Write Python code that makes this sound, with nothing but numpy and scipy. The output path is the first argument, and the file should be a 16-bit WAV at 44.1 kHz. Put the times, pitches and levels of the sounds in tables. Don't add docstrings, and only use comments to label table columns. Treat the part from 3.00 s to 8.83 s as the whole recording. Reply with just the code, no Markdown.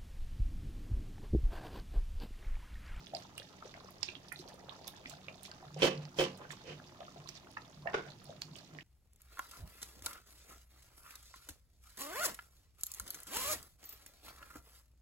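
import sys
import numpy as np
from scipy import signal
from scipy.fft import rfft, irfft
from scipy.io import wavfile
from scipy.ndimage import uniform_filter1d

SR = 44100
rng = np.random.default_rng(int(sys.argv[2]) if len(sys.argv) > 2 else 0)


def persist_wave(psi):
    counts = np.round(np.clip(psi, -1, 1) * 32767).astype(np.int16)
    wavfile.write(sys.argv[1], SR, np.atleast_2d(counts).T)


N = 257103
TIME = np.arange(N) / SR
PORT_LAG_S = 0.00025

# frequency_hz, left_right_db
SHADE = [(150, -2), (400, -0.5), (700, 1), (1700, -1.5), (3100, -4), (5500, -10.5), (9000, -22),
         (13000, -76)]
# frequency_hz, left_right_db
RIGHT_SHADE = [(150, -9), (330, 1.5), (500, -4), (770, -7), (1170, -9), (1800, -1), (2750, -5.5),
               (4200, -4.5), (6400, -10), (9800, -26), (15000, -33)]
# time_s, fizz_db, burble_db
SIMMER = [(0, -65.5, -63), (1.1, -67.5, -64), (1.85, -64.5, -60.5), (2.6, -66.5, -63), (4.2, -66.5, -65),
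          (5.83, -66.5, -67.5)]
# pitch_hz, level_db
FIZZ = [(1900, -21), (3200, 1.5), (4500, 6.5), (6200, 5.5), (7400, -38)]
# pitch_hz, level_db
BURBLE = [(300, -8.5), (530, 4.5), (750, 3), (1200, 6), (2400, 0.5)]
# onset_s, level_db, pitch_hz, left_right_db
GLUGS = [(0.135, -34, 658, -0.5), (0.399, -48.5, 493, 1), (0.653, -44, 500, 5), (0.845, -48, 537, 10),
         (1.085, -47.5, 356, 1), (1.164, -45.5, 273, 0), (1.394, -45.5, 343, 2), (1.456, -45, 510, 3),
         (1.539, -50, 507, 3), (1.637, -51.5, 485, 0), (1.684, -52, 537, 2), (1.812, -45.5, 694, 1),
         (1.871, -44.5, 660, 1), (2.056, -45, 268, 0), (2.281, -46.5, 573, -3), (2.627, -43.5, 800, -0.5),
         (2.763, -35.5, 556, -2), (3.403, -45, 524, -3), (3.644, -51, 516, 2), (4.004, -42.5, 620, -3),
         (4.16, -42.5, 590, 4), (4.283, -49.5, 340, -1), (4.857, -32.5, 640, -7), (5.294, -40.5, 580, -3),
         (5.525, -49, 245, 2), (5.751, -46.5, 301, -1)]
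# start_s, thud_db, clatter_db, treble_tilt_db
KNOCKS = [(2.8203, -19, -28, -2), (2.8315, -34, -29, -2), (2.8436, -33, -28.5, -11.5),
          (2.8500, -52, -31, -4), (2.8700, -30, -29, -11), (2.8815, -40, -42, -7), (2.910, -38, -48, -13),
          (3.1868, -22, -34.5, 0), (3.1990, -44, -31, -10), (3.2057, -29, -31.5, -6.5),
          (3.2117, -34.5, -30, -12.5), (3.237, -32, -40, -1)]
# frequency_hz, level_db, t60_s
HOLLOW = [(245, -20.5, 0.5), (285.5, -16.5, 0.29), (355, -5, 0.16), (371.7, -6, 0.14), (451.7, -5.5, 0.32),
          (491, -20, 0.28), (528.8, -4, 0.31), (587, -13.5, 0.24), (689, -22, 0.27), (731, -19, 0.25),
          (758, -22.5, 0.2), (1020, -18.5, 0.32), (1150, -19.5, 0.29), (1580, -38, 0.24),
          (2530, -26, 0.062), (2600, -12, 0.24), (2880, -23, 0.17), (3070, -7, 0.13), (3120, -6.5, 0.085),
          (3270, -7.5, 0.08)]
# frequency_hz, gain_db
CLATTER = [(30, -40), (90, -29), (150, -26), (260, -16), (380, -5), (520, -2), (680, -7), (1300, -7.5),
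           (2200, -4.5), (3050, 1.5), (3800, -6), (5800, -6.5), (8000, -18), (14000, -34)]
# peak_s, level_db, half_length_s
SLIDES = [(2.814, -39, 0.021), (3.03, -54, 0.017), (3.178, -54, 0.0079), (3.44, -55.5, 0.022),
          (3.529, -53.5, 0.021), (3.707, -43.5, 0.034)]
# start_s, level_db, rise_s, t60_s
SLAPS = [(4.93, -40.5, 0.0032, 0.14), (4.939, -32.5, 0.0024, 0.17), (4.959, -41, 0.024, 0.27),
         (5.05, -61, 0.0064, 0.21)]


def from_db(db):
    return 10 ** (np.asarray(db) / 20)


def rms_one(x):
    return x / np.sqrt(np.mean(x ** 2) + 1e-20)


def in_time(rows):
    s, *columns = np.transpose(rows)
    return [np.interp(TIME, s, c) for c in columns]


def at_hz(points, hz):
    table_hz, values = np.array(points).T
    return np.interp(np.log(np.maximum(hz, 1)), np.log(table_hz), values)


def add(out, s, sound):
    start = max(0, int(s * SR))
    part = sound[..., :max(0, N - start)]
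    out[..., start:start + part.shape[-1]] += part


def dying(t, t60):
    return np.exp(-np.log(1000) * t / max(t60, 1e-3))


def swells(rows):
    out = np.zeros(N)
    for s, db, half in rows:
        near = slice(*np.searchsorted(TIME, [s - 5 * half, s + 5 * half]))
        out[near] += from_db(db) * np.exp(-.5 * ((TIME[near] - s) / half) ** 2)
    return out


def lumpy(size, per_s, depth_db):
    knots = rng.standard_normal(2000)
    return rms_one(from_db(depth_db * np.interp(TIME[:size] * per_s, np.arange(len(knots)), knots)))


def high_pass(x, hz):
    return signal.sosfilt(signal.butter(3, hz, "high", fs=SR, output="sos"), x)


def ring(drive, hz, t60):
    r, w = dying(1 / SR, t60), 2 * np.pi * hz / SR
    return signal.lfilter([0, np.sin(w)], [1, -2 * r * np.cos(w), r * r], drive + 1e-18)


def diffuse(colour, size, tilt_db=0, shade=SHADE):
    # frequency_hz, correlation
    likeness = [(50, 0.7), (150, 0.86), (420, 0.6), (850, 0.3), (1700, 0.02), (4000, 0)]
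    hz = np.arange(size // 2 + 1) * SR / size
    mid, side = rfft(rng.standard_normal((2, size)))
    alike = np.clip(at_hz(likeness, hz), -1, 1)
    both = np.sqrt(1 + alike) * mid + np.sqrt(1 - alike) * side * [[1], [-1]]
    both[0] *= from_db(at_hz(shade, hz))
    gain_db = at_hz(colour, hz) + tilt_db * np.log2(1 + hz / 1000)
    return rms_one(irfft(both * from_db(gain_db), size))


def bubble(hz, pan_db, cycles, rise, rough, wall_db):
    t = np.arange(int((7 * cycles / hz + .003) * SR)) / SR
    age = t * hz / cycles - 3
    phase = 2 * np.pi * np.cumsum(hz * (1 + rise * np.tanh(age / 2))) / SR
    tear = np.interp(t * hz, np.arange(200), rng.standard_normal(200))
    note = (np.sin(phase) + rough * tear * np.cos(phase)) / np.cosh(2 * np.minimum(age, 20))
    note /= np.max(np.abs(note))
    detours = rng.uniform(.0012, .0026) + rng.uniform(0, .0005, 2)
    lags = [PORT_LAG_S * rng.uniform(0.23, 1.505), 0]
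    heard = []
    for lag, detour in zip(lags, detours):
        direct = np.interp(t - lag, t, note)
        echo = np.interp(t - lag - detour, t, note)
        heard.append(direct + from_db(wall_db) * echo)
    right = 2 / (1 + from_db(pan_db))
    return np.array(heard) * [[2 - right], [right]]


def bursts(rows, cycles, rise, rough, wall_db=-5.5):
    out = np.zeros((2, N))
    swell_cycles = np.maximum(cycles, .5) * np.ones(len(rows))
    for (s, level_db, hz, pan_db), swell in zip(rows, swell_cycles):
        add(out, s - 2 * swell / hz, from_db(level_db) * bubble(hz, pan_db, swell, rise, rough, wall_db))
    return out


def swarm(sizes, per_s, spread_db, cycles, rise, rough, clump_db=0):
    low, high = sizes[0][0], sizes[-1][0]
    busy = np.cumsum(lumpy(N, per_s=28, depth_db=clump_db))
    turn, size, force, place, length = rng.random((int(per_s * N / SR), 5)).T
    onset_s = np.interp(turn, busy / busy[-1], TIME)
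    hz = low * (high / low) ** size
    level_db = at_hz(sizes, hz) + spread_db * np.minimum(-np.log(1 - force), 3)
    pan_db = at_hz(SHADE, hz) + 8 * (place - .5)
    rows = np.transpose([onset_s, level_db, hz, pan_db])
    return rms_one(bursts(rows, cycles * (.5 + length), rise, rough))


def kitchen(x, wet_db, t60, first_s):
    # frequency_hz, gain_db
    room_colour = [(100, 24), (400, -2.5), (700, 12.5), (1200, 4), (3000, 6.5), (7000, 0), (15000, 2.5)]
    t = TIME[:SR // 2]
    response = diffuse(room_colour, len(t)) * dying(t, t60) * np.clip(t / first_s - .5, 0, 1)
    response /= np.sqrt(np.sum(response[1] ** 2))
    return x + from_db(wet_db) * signal.fftconvolve(x[1:], response, axes=1)[:, :N]


def flame():
    # frequency_hz, gain_db
    flame_colour = [(20, -12.5), (50, -5), (80, -1), (350, -8.5), (550, -17), (1000, -19.5), (2000, -22.5),
                    (5000, -20), (6800, -21), (8200, -34.5), (15000, -36.5)]
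    return from_db(-62.0) * diffuse(flame_colour, N)


def whistle():
    note = rms_one(ring(rng.standard_normal(N), hz=947, t60=0.78))
    return swells([(1.57, -66, 0.1)]) * note


def slides():
    friction = diffuse(CLATTER, N, tilt_db=-3.5, shade=RIGHT_SHADE) * lumpy(N, per_s=230, depth_db=1.5)
    body = rms_one(sum(ring(friction, hz, t60) for hz, _, t60 in HOLLOW))
    return swells(SLIDES) * (from_db(-6.5) * friction + from_db(-8.0) * body)


def knocks():
    # peak_s, level_db, half_length_s
    rasp_rows = [(2.852, -37.5, 0.022), (3.212, -40.5, 0.022)]
    # frequency_hz, gain_db
    rasp_colour = [(500, 1), (2500, -3.5), (5500, 1), (8000, -7), (14000, -16.5)]
    out, blows, t = np.zeros((2, N)), np.zeros(N), TIME[:SR // 2]
    fade = dying(t, 0.26) + from_db(-47) * dying(t, 0.7)
    clatter = rfft(diffuse(CLATTER, len(t), shade=RIGHT_SHADE) * fade)
    clatter_hz = np.arange(clatter.shape[1]) * SR / len(t)
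    octaves = np.log2(1 + clatter_hz / 1000) - 1
    ending = 1 - (t / t[-1]) ** 2
    for s, thud_db, clatter_db, tilt_db in KNOCKS:
        add(blows, s, from_db([thud_db]))
        crack = from_db(2.5) * diffuse(CLATTER, len(t), tilt_db, RIGHT_SHADE) * dying(t, .03)
        rattle = lumpy(len(t), per_s=260, depth_db=4.2)
        tail = ending * rattle * irfft(clatter * from_db(tilt_db * octaves), len(t))
        add(out, s, from_db(clatter_db) * (crack + tail))
    blunt = signal.butter(2, 5000, fs=SR, output="sos")
    blows = signal.sosfilt(blunt, high_pass(blows, hz=210))
    for k, (hz, level_db, t60) in enumerate(HOLLOW):
        mode = (-1) ** k * from_db(level_db) * ring(blows, hz, t60)
        left = from_db(at_hz(RIGHT_SHADE, hz)) * np.interp(TIME - PORT_LAG_S, TIME, mode)
        out += [left, mode]
    rasp = diffuse(rasp_colour, N, shade=RIGHT_SHADE) * lumpy(N, per_s=780, depth_db=3.5)
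    return out + swells(rasp_rows) * rasp


def fish():
    # frequency_hz, gain_db
    splash_colour = [(60, -3), (230, -12), (360, 6.5), (445, 11), (560, 2), (640, -12), (750, 2), (900, -6),
                     (1120, 6), (1300, -7), (1460, 11), (1800, -7), (2150, 0), (2550, -6.5), (3300, -9),
                     (3700, -7), (4300, -17.5), (5350, -14), (6800, -21), (8000, -31), (15000, -45)]
    t = TIME[:SR // 2]
    spray = swarm(BURBLE[1:], per_s=570, spread_db=2.0, cycles=1.856, rise=0.1, rough=1.0)
    droplets = swarm(FIZZ, per_s=900, spread_db=3.0, cycles=1.3, rise=.12, rough=.8)
    force = np.zeros(N)
    for s, level_db, rise_s, t60 in SLAPS:
        add(force, s, from_db(level_db) * (1 - np.exp(-(t / rise_s) ** 2)) * dying(t, t60))
    smack = diffuse(splash_colour, N, shade=RIGHT_SHADE) * lumpy(N, per_s=300, depth_db=2.0)
    return force * (from_db(1.6) * smack + from_db(-8.5) * spray + from_db(-30) * droplets)


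def pan_boom():
    # frequency_hz, width_hz, level_db
    pan_modes = [(111, 14, -12), (147.6, 10, -3.5), (187.6, 6.1, -3), (251.6, 27, -7.5), (287, 4.3, -15.5),
                 (351.8, 4.3, -10.5)]
    murmur_db = -63.5
    rise_s, t60_s, delay_s = 0.018, 0.68, 0.0098
    shakers = [(KNOCKS, -23.5), (SLIDES, -10.5), (SLAPS, -22), (GLUGS, -25)]
    power = from_db(murmur_db) ** 2
    for rows, shake_db in shakers:
        for s, db, *_ in rows:
            since = TIME - s - delay_s
            rising = np.exp(-.5 * (np.minimum(since, 0) / rise_s) ** 2)
            falling = dying(np.maximum(since - rise_s, 0), t60_s)
            power = power + (from_db(db + shake_db) * rising * falling) ** 2
    push = high_pass(rng.standard_normal(N), hz=106)
    boom = np.zeros(N)
    for hz, width, db in pan_modes:
        mode_t60 = np.log(1000) / (np.pi * width)
        boom += from_db(db) * rms_one(ring(push, hz, mode_t60))
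    boom = rms_one(boom)
    local_power = uniform_filter1d(boom ** 2, size=SR // 14)
    return boom * np.sqrt(power / local_power) * from_db([[-1.5], [0]])


def low_surges():
    # peak_s, level_db, half_length_s
    surge_rows = [(0.01, -54.5, 0.014), (.17, -63.5, 0.022), (1.407, -60, 0.011), (1.686, -60, 0.012),
                  (2.11, -61, 0.051), (2.29, -60, 0.032), (2.68, -53, 0.011), (2.775, -42, 0.029),
                  (2.87, -42.5, .028), (2.99, -41.5, 0.017), (3.06, -44.5, 0.016), (3.24, -53.5, 0.045),
                  (3.51, -55, 0.029), (3.75, -54.5, 0.032), (4.2, -53.5, 0.032), (4.297, -61, 0.011),
                  (4.82, -54, 0.04), (4.985, -48.5, 0.019), (5.09, -53.5, 0.023), (5.29, -56.5, 0.021),
                  (5.388, -56.5, 0.0083), (5.47, -53, 0.017), (5.523, -51.5, 0.0089), (5.76, -55.5, 0.04)]
    note_hz, waver = 149, 0.0255
    knots = np.arange(0, N / SR + 1, .04)
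    hz = note_hz * (1 + waver * np.interp(TIME, knots, rng.standard_normal(len(knots))))
    note = rms_one(np.sin(2 * np.pi * np.cumsum(hz) / SR))
    flutter = lumpy(N, per_s=50, depth_db=1.8)
    return swells(surge_rows) * flutter * note * from_db([[-.7], [.5]])


def fine_fizz():
    # peak_s, level_db, half_length_s
    sizzle_rows = [(.68, -61, 0.025), (1.05, -51, 0.018), (1.108, -57.5, 0.031), (1.288, -57, 0.0095),
                   (4.36, -54, 0.015), (5.12, -67, 0.011), (5.59, -57.5, 0.016)]
    fizz_db, _ = in_time(SIMMER)
    steady = swarm(FIZZ, per_s=380, spread_db=3.5, cycles=1.4, rise=0.082, rough=0.61, clump_db=4.5)
    sizzle = swarm(FIZZ, per_s=810, spread_db=3.5, cycles=1.9, rise=0.028, rough=1.0)
    return from_db(fizz_db) * steady + swells(sizzle_rows) * sizzle


def ticking():
    # pitch_hz, level_db
    tick_sizes = [(900, 0), (1800, -4), (3200, 1), (5200, 1)]
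    fizz_db, _ = in_time(SIMMER)
    ticks = swarm(tick_sizes, per_s=70, spread_db=4.0, cycles=0.884, rise=0.092, rough=0.7)
    return from_db(fizz_db - 5) * ticks


def foam():
    # peak_s, level_db, half_length_s
    foam_rows = [(.15, -55, 0.009), (.21, -57.5, 0.021), (.378, -58, 0.011), (1.399, -54.5, 0.014),
                 (1.49, -51, 0.0048), (1.878, -42, 0.0043), (2.10, -54.5, 0.027), (2.452, -53.5, 0.015),
                 (3.52, -47.5, 0.011), (4.291, -49, 0.0096), (5.579, -61, 0.025)]
    # pitch_hz, level_db
    crackle_sizes = [(2200, -12.5), (4000, -0.5), (6500, 1), (8500, -14), (14000, -10)]
    crackle = swarm(crackle_sizes, per_s=850, spread_db=2.2, cycles=2.2, rise=0.15, rough=0.8)
    return swells(foam_rows) * crackle


def burble():
    # peak_s, level_db
    gurgle_rows = [(.655, -59.5), (.79, -61.5), (2.651, -62.5), (3.43, -57), (4.033, -59.5), (4.885, -49),
                   (4.99, -50), (5.07, -59), (5.77, -65)]
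    gurgle_half_s = 0.022
    _, burble_db = in_time(SIMMER)
    welling = from_db(burble_db) + swells([(s, db, gurgle_half_s) for s, db in gurgle_rows])
    soft = swarm(BURBLE, per_s=290, spread_db=2.3, cycles=1.278, rise=0.063, rough=0.98, clump_db=2.5)
    return high_pass(welling * soft, hz=174)


def spits():
    # onset_s, level_db, pitch_hz, left_right_db
    spit_rows = [(0.077, -55, 9000, -18), (0.167, -48.5, 8800, -22), (0.379, -38.5, 8900, -32),
                 (0.9064, -49.5, 11600, -22), (1.287, -54, 10000, -22), (1.3248, -36, 9700, -23.5),
                 (1.393, -52, 9100, -21), (1.542, -54, 8850, -22), (1.8775, -33.5, 10860, -36),
                 (2.097, -38, 7140, -23), (2.4322, -38.5, 9000, -12), (2.791, -48, 8500, -15),
                 (3.3748, -48, 8200, -13), (3.518, -43, 7600, -27), (4.288, -43, 6500, -20),
                 (4.293, -52, 13900, -15), (4.514, -53, 10100, -20), (5.242, -48.5, 9370, -27),
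                 (5.418, -37, 6850, -23), (5.5633, -46.5, 7760, -28)]
    swell_cycles, copy_gap_s, copy_db = 4.7, 0.005, -19.5
    copies = []
    for s, db, hz, pan_db in spit_rows:
        for k in (-1, 1, 2):
            onset_s = s + k * copy_gap_s * rng.uniform(0.75, 1)
            copies.append((onset_s, db + copy_db, hz * rng.uniform(1.0, 1.1), pan_db))
    cracks = swells([(s + swell_cycles / hz, db - 10, 0.0011) for s, db, hz, _ in spit_rows])
    noise = diffuse([(2000, -14), (8000, -2), (15000, 0)], N, shade=RIGHT_SHADE)
    return cracks * noise + bursts(spit_rows + copies, swell_cycles, rise=.28, rough=0.6)


def plips():
    # onset_s, level_db, pitch_hz, left_right_db
    plip_rows = [(0.4192, -46, 1740, -1), (0.8861, -48, 1150, 5), (1.6856, -45, 1150, -9),
                 (1.721, -41.5, 1180, -4.5), (2.136, -46, 1460, 8), (2.515, -43.5, 1560, -4),
                 (3.4513, -45, 1540, -12), (3.53, -45, 1070, -4), (3.799, -45, 1520, -2),
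                 (4.081, -43.5, 1290, 0), (4.258, -46, 1170, -3.5), (4.4697, -48, 1210, -1.5),
                 (4.619, -48.5, 1140, -1), (5.062, -49, 1440, -2)]
    return bursts(plip_rows, cycles=2.22, rise=0.038, rough=0.62)


def pops():
    # onset_s, level_db, pitch_hz, left_right_db, swell_cycles
    pop_rows = [(0.069, -39, 3600, -11, 2), (0.1486, -29.5, 4800, -12, 5.8), (0.168, -36, 4080, -17, 2.7),
                (0.379, -34, 2880, -5, 4.5), (0.3984, -37, 3370, -22, 2), (0.623, -40, 1260, 1, 3.3),
                (0.694, -49, 3400, -9, 2), (0.741, -38.5, 2070, -6, 1.02), (0.801, -46, 4000, -9, 2.1),
                (1.0297, -22.5, 5400, -40, 4.8), (1.0307, -19.5, 4650, -11, 3.65),
                (1.082, -37.5, 3840, -19, 3.1), (1.087, -31, 2520, -9, 3.6), (1.1527, -36, 3100, -23, 2),
                (1.3187, -34.5, 1920, -30, 5.1), (1.3598, -37.5, 3680, -5, 2.3),
                (1.4773, -44, 4430, -25, 3.4), (1.6939, -35, 3710, -16, 3.04), (1.844, -41, 4400, -11, 2),
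                (2.058, -32, 2150, -3, 1.6), (2.2839, -33, 2400, -6, 2.43), (2.4525, -40.5, 2300, 1, 2.4),
                (2.5147, -34, 4900, -1, 2.14), (2.744, -36.5, 5540, -6, 2), (2.976, -38.5, 4500, 0, 4),
                (3.053, -39, 4500, -10, 1.9), (3.5051, -33.5, 1840, -14, 2.52),
                (4.0063, -40.5, 3500, -4, 1.8), (4.051, -45, 3200, -8, 1.1), (4.274, -41, 4040, -10, 2.6),
                (4.29, -30.5, 5100, -10, 2.2), (4.5687, -35, 1265, -3.5, 4), (4.5699, -33, 1790, -4.5, 4.4),
                (4.8716, -28, 1800, -11, 4.3), (5.103, -44, 4200, -10, 3.5), (5.119, -41.5, 4280, -7, 2),
                (5.134, -46, 4100, -6, 2.8), (5.3045, -45.5, 3600, -5, 2), (5.4188, -26.5, 4480, -5, 3.24),
                (5.556, -41, 3000, -11, 2), (5.7493, -45, 3000, -4, 1.3), (5.7865, -35.5, 2010, -13, 2.6),
                (5.8077, -41, 2720, -7, 2.6)]
    # frequency_hz, gain_db
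    snap_colour = [(100, -10), (500, 0), (2000, 4), (3500, 4.5), (5000, 2), (7000, -13), (9000, -27),
                   (15000, -44)]
    snap_half_s = 0.00038
    swell_cycles = [row[-1] for row in pop_rows]
    notes = bursts([row[:4] for row in pop_rows], swell_cycles, rise=0.11, rough=0.62, wall_db=-7.0)
    snap_rows = []
    for s, db, hz, _, cycles in pop_rows:
        snap_db = db - 3.5 - 4 * cycles
        snap_rows.append((s + cycles / hz, snap_db, snap_half_s))
    return notes + swells(snap_rows) * diffuse(snap_colour, N)


def glugs():
    regulps = [(s + 0.0079, db - 10.5, hz * 0.935, pan_db - 6) for s, db, hz, pan_db in GLUGS]
    return high_pass(bursts(GLUGS + regulps, cycles=1.375, rise=0.08, rough=0.54), hz=200)


def gravy():
    return (kitchen(fine_fizz() + burble(), wet_db=-6.0, t60=0.077, first_s=0.00073)
            + kitchen(spits() + foam(), wet_db=-5.0, t60=0.17, first_s=0.0024)
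            + kitchen(pops() + plips() + ticking(), wet_db=-7.0, t60=0.14, first_s=0.0029)
            + kitchen(glugs(), wet_db=-5.5, t60=0.18, first_s=0.0054))


def scene():
    return flame() + whistle() + slides() + knocks() + fish() + pan_boom() + low_surges() + gravy()


def record(dry):
    droop = signal.butter(1, 13000, fs=SR, output="sos")
    hiss = from_db(-73.5) * signal.sosfilt(droop, rng.standard_normal((2, N)))
    top_cut = signal.ellip(10, .1, 80, 15750, fs=SR, output="sos")
    return signal.sosfilt(top_cut, dry + hiss)


dry = scene()
out = record(dry)
persist_wave(out)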